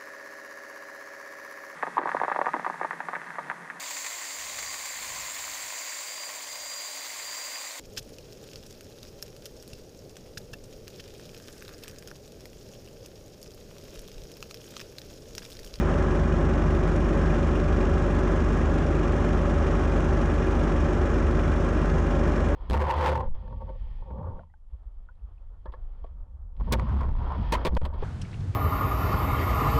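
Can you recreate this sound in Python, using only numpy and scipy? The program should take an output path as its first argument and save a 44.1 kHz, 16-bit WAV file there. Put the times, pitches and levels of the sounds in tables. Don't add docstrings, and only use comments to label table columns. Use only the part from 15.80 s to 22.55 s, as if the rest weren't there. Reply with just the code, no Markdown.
import sys
import numpy as np
from scipy import signal
from scipy.fft import rfft, irfft, next_fast_len
from scipy.io import wavfile
from scipy.ndimage import uniform_filter1d, minimum_filter1d, map_coordinates

SR = 44100
rng = np.random.default_rng(int(sys.argv[2]) if len(sys.argv) > 2 else 0)


def log_audio(samples):
    frames = np.atleast_2d(samples).T
    limited = np.clip(frames, -1, 1)
    pcm = np.round(limited * 32767).astype(np.int16)
    wavfile.write(sys.argv[1], SR, pcm)


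N = 297675


def amp(db):
    return 10 ** (np.asarray(db) / 20)


def unit(x):
    return x / np.sqrt(np.mean(x ** 2) + 1e-20)


def curve(rows):
    return np.interp(np.arange(N) / SR, *np.transpose(rows))


def wobble(rate):
    steps = np.arange(0, N + 64, 64)
    knots = rng.standard_normal(int(N * rate / SR) + 4)
    return np.interp(np.arange(N), steps, map_coordinates(knots, [steps * rate / SR]))


def filtered(x, response):
    size = next_fast_len(N + 8192)
    return irfft(rfft(x, size) * response(np.fft.rfftfreq(size, 1 / SR)), size)[:N]


def coloured(x, points):
    f, db = np.transpose(points)
    response = lambda hz: amp(np.interp(np.log(hz + 1), np.log(f), db, left=-120, right=-120))
    return unit(filtered(x, response))


def ringing(x, modes):
    response = lambda hz: amp(sum(db / (1 + (2 * (hz - f) / width) ** 2) for f, width, db in modes))
    return unit(filtered(x, response))


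def patchy(depth_db):
    spectra = signal.stft(rng.standard_normal(N + 512), nperseg=512)[2]
    patches = uniform_filter1d(uniform_filter1d(rng.standard_normal(spectra.shape), 6, 0), 10, 1)
    return signal.istft(spectra * amp(depth_db * unit(patches)), nperseg=512)[1][:N]


def orders(turns, table, lag, waver_db, jitter):
    turns = turns + jitter * wobble(12)
    return sum(np.sqrt(2) * amp(db + waver_db * wobble(5.9)) * np.cos(2 * np.pi * (k * turns - lag(k)))
               for k, db in table)


def auger():
    # t/s, peak level/dB, half-width/s
    bites = [(.15, -47, .15), (1.45, -47, 0.084), (3.9, -48, 0.078), (4.9, -47.5, 0.17), (5.7, -48, .12)]
    # f/Hz, level/dB
    churn = [(700, -20.5), (1000, -9), (1300, -2), (1600, 5), (2200, -23)]
    t = np.arange(N) / SR
    swell = sum(amp(db) * np.exp(-((t - at) / width) ** 2) for at, db, width in bites)
    return swell * coloured(patchy(depth_db=2.5), churn)


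def hood(cycle):
    # order of the engine cycle, level/dB
    shake = [(20, -59), (23, -57), (24, -53), (25, -56), (27, -59), (29, -59), (30, -61), (33, -54),
             (35, -63), (36, -53), (37, -64), (38, -63), (43, -58), (44, -60), (45, -58), (48, -62),
             (49, -61), (50, -61), (52, -61), (53, -63), (54, -58), (56, -61), (57, -59), (58, -56),
             (61, -64), (63, -65), (64, -59), (65, -62), (70, -65), (72, -67), (73, -66), (75, -64),
             (76, -63), (78, -60), (79, -69), (81, -66), (83, -68), (84, -67), (87, -68), (89, -71)]
    order, db = np.transpose(shake)
    angle = np.linspace(0, 1, 4097)
    phase = rng.random((len(order), 1))
    one_cycle = np.sqrt(2) * amp(db) @ np.cos(2 * np.pi * (order[:, None] * angle + phase))
    return amp(1.5 * wobble(4)) * np.interp((cycle + .001 * wobble(12)) % 1, angle, one_cycle)


def drive_train(cycle):
    # order of the belt loop, level/dB
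    belt_orders = [(8, -48), (11, -50), (13, -48), (14, -45), (18, -48), (26, -51), (28, -55), (31, -55),
                   (32, -50), (33, -50), (37, -48), (38, -50), (51, -52), (53, -48), (55, -53), (56, -54)]
    # order of the engine cycle, level/dB
    gear_orders = [(34.35, -60), (68.72, -65), (69.72, -59), (70.72, -55.5), (71.72, -63)]
    # order of the engine cycle, level/dB
    hum_orders = [(.823, -53), (1.177, -53), (1.823, -52), (2.85, -44), (6.823, -50)]
    loops_per_cycle = .2005
    lag = lambda k: .37 * k ** 2
    belt = orders(loops_per_cycle * cycle, belt_orders, lag, waver_db=1.5, jitter=.001)
    whine = orders(cycle, gear_orders, lag, waver_db=1.5, jitter=.0007)
    hum = orders(cycle, hum_orders, lag, waver_db=2, jitter=.004)
    return belt + whine + hum


def valves(cycle):
    # share of the cycle, knock level/dB, tick level/dB, crack level/dB
    contacts = [(.155, 5, -15, -6), (.23, 4, -20, -8), (.285, 4, -1, -7), (.33, 3.5, -12, 0),
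                (.43, 4, -14, -18), (.52, 2.5, -15, -18), (.655, 2.5, -9, -9), (.705, 1, -10, -12),
                (.78, 1, -17, -4)]
    # f/Hz, level/dB
    knock_colour = [(1200, -21.5), (1900, 3.5), (2430, 1.5), (3300, -4), (4500, -20), (5500, -9.5),
                    (7000, -11), (8500, -22), (11000, -52)]
    tick_colour = [(6500, -20), (8300, -7), (9300, -3), (10500, -9), (11500, -20), (13000, -28),
                   (14300, -37)]
    crack_colour = [(2600, -20), (3400, 1), (4300, 0), (5200, -7), (7000, -5), (8000, -26.5)]
    # f/Hz, width/Hz, gain/dB
    covers = [(2421, 120, 12.5), (2810, 160, 9), (3500, 160, 4), (5460, 200, 9.5)]
    angle, knock_db, tick_db, crack_db = np.transpose(contacts)
    whole_cycles = np.arange(int(cycle[-1]))[:, None]
    scatter = rng.standard_normal((len(whole_cycles), 4, len(angle)))
    strike_angles = whole_cycles + angle + .006 * scatter[:, 0]
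    onsets = np.interp(strike_angles, cycle, np.arange(N)).astype(int).ravel()
    t = np.arange(SR // 25) / SR

    def bursts(db, colour, rise_s, t60_s):
        shape = (1 - np.exp(-t / rise_s)) * amp(-60 * t / t60_s)
        envelope = signal.fftconvolve(np.bincount(onsets, amp(db).ravel(), N), shape)[:N]
        return coloured(envelope * rng.standard_normal(N), colour)

    knock = bursts(knock_db + scatter[:, 1], knock_colour, rise_s=.00078, t60_s=.014)
    tick = bursts(tick_db + 1.2 * scatter[:, 2], tick_colour, rise_s=.0002, t60_s=.005)
    crack = bursts(crack_db + 1.2 * scatter[:, 3], crack_colour, rise_s=.0004, t60_s=.008)
    return amp(-52) * ringing(knock, covers) + amp(-73) * tick + amp(-63) * crack


def snow(cycle):
    # t/s, level/dB
    feed = [(0, -28.5), (.6, -30.5), (1.2, -30), (1.45, -28.5), (1.75, -29.5), (3, -29.5), (3.6, -29),
            (4.9, -29.5), (5.45, -30), (5.7, -30), (6.75, -29.5)]
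    # t/s, level/dB
    boom_level = [(0, -35.5), (1.1, -34.5), (2.3, -35), (3.05, -46), (3.4, -35.5), (4.4, -47), (4.9, -42),
                  (5.6, -53), (6.1, -35.5), (6.75, -48)]
    # f/Hz, level/dB
    boom_colour = [(100, -22), (135, -18), (160, -7.5), (185, -12), (230, -10)]
    roar_colour = [(15, -15), (30, -19), (60, -3.5), (80, -3), (105, -5.5), (200, -10), (260, -3.5),
                   (400, -8), (480, -13), (700, -14.5), (880, -15.5), (1300, -15.5), (1900, -22.5),
                   (2600, -37), (4000, -46.5)]
    hiss_colour = [(1200, -19.5), (2200, 0), (3300, -1.5), (3900, -10), (4600, -12.5), (5450, -6.5),
                   (6500, -8), (7700, -14.5), (8600, -19.5), (9400, -21.5), (10600, -33), (11700, -38.5),
                   (13200, -54.5), (14300, -59)]
    # f/Hz, width/Hz, gain/dB
    panels = [(210, 40, -5), (285, 25, -2), (365, 70, 5.5), (420, 50, -2), (568, 100, 11), (655, 40, -2),
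              (920, 110, -2), (1750, 70, -3), (790, 45, 4), (1080, 200, 3), (1670, 70, 5), (1850, 40, 1)]
    split_hz, hiss_under_db = 900, 22.5
    feed_db = curve(feed)
    firing = amp(1.2 * np.cos(4 * np.pi * (cycle - .23)))
    swell_db = .6 * np.cos(2 * np.pi * (cycle - .48))
    low, high = rng.standard_normal((2, N))
    rush = filtered(low, lambda hz: hz < split_hz) + filtered(firing * high, lambda hz: hz >= split_hz)
    boom = amp(curve(boom_level)) * coloured(rng.standard_normal(N), boom_colour)
    roar = amp(feed_db) * ringing(coloured(rush, roar_colour), panels)
    hiss = amp(feed_db + swell_db - hiss_under_db) * coloured(patchy(depth_db=.5), hiss_colour)
    return boom + roar + hiss


def impeller(cycle):
    # order of the blade rate, level/dB
    throb = [(.5, -55), (1, -29.4), (1.5, -50), (2, -37.5), (2.5, -47), (3, -39.5), (3.5, -51), (4, -40.5),
             (5, -48), (6, -51), (7, -52.5), (8, -54), (9, -56)]
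    blades_per_cycle = 3.17697
    blade_passes = blades_per_cycle * cycle - .035
    lag = lambda k: .26 * k - .062 * (k - 1) * (k - 2)
    return orders(blade_passes, throb, lag, waver_db=.9, jitter=.004)


def exhaust(cycle):
    # order of the engine cycle, level/dB
    drone = [(1, -46.3), (2, -26.2), (3, -36), (4, -35.4), (5, -51.7), (6, -44.7), (7, -37.5), (8, -47.0),
             (9, -51.9), (10, -39.2), (11, -53.2), (12, -47.9), (13, -50.0), (14, -45.9), (15, -40.6),
             (16, -40.6), (17, -47.9), (18, -44.7), (19, -50.5)]
    fading = {7: 1.1, 16: 1.5}
    from_middle_s = (np.arange(N) - N / 2) / SR
    levels = [(k, db - fading[k] * from_middle_s if k in fading else db) for k, db in drone]
    lag = lambda k: .225 * k ** 2 + .575 * k - .41
    return orders(cycle, levels, lag, waver_db=.6, jitter=.0015)


def scene():
    # t/s, f/Hz
    speed = [(0.0, 23.477), (0.4, 23.463), (0.79, 23.474), (1.19, 23.523), (1.59, 23.605), (1.99, 23.579),
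             (2.38, 23.634), (2.78, 23.688), (3.18, 23.728), (3.57, 23.72), (3.97, 23.787), (4.37, 23.743),
             (4.76, 23.73), (5.16, 23.735), (5.56, 23.758), (5.96, 23.801), (6.35, 23.737), (6.75, 23.836)]
    cycle = np.cumsum(curve(speed)) / SR - .003
    machine = exhaust(cycle) + hood(cycle) + impeller(cycle) + drive_train(cycle) + valves(cycle)
    return (machine + auger() + snow(cycle))[None]


def record(dry):
    threshold, squeeze, window_samples = .18, .55, 1100
    makeup_db, top_hz, dc_offset = 1, 14250, -.0016
    wanted_gain = np.minimum(1, threshold / (np.abs(dry[0]) + 1e-9)) ** squeeze
    gain = uniform_filter1d(minimum_filter1d(wanted_gain, window_samples), window_samples)
    return filtered(dry[0] * gain * amp(makeup_db), lambda hz: hz < top_hz)[None] + dc_offset


dry = scene()
out = record(dry)
log_audio(out)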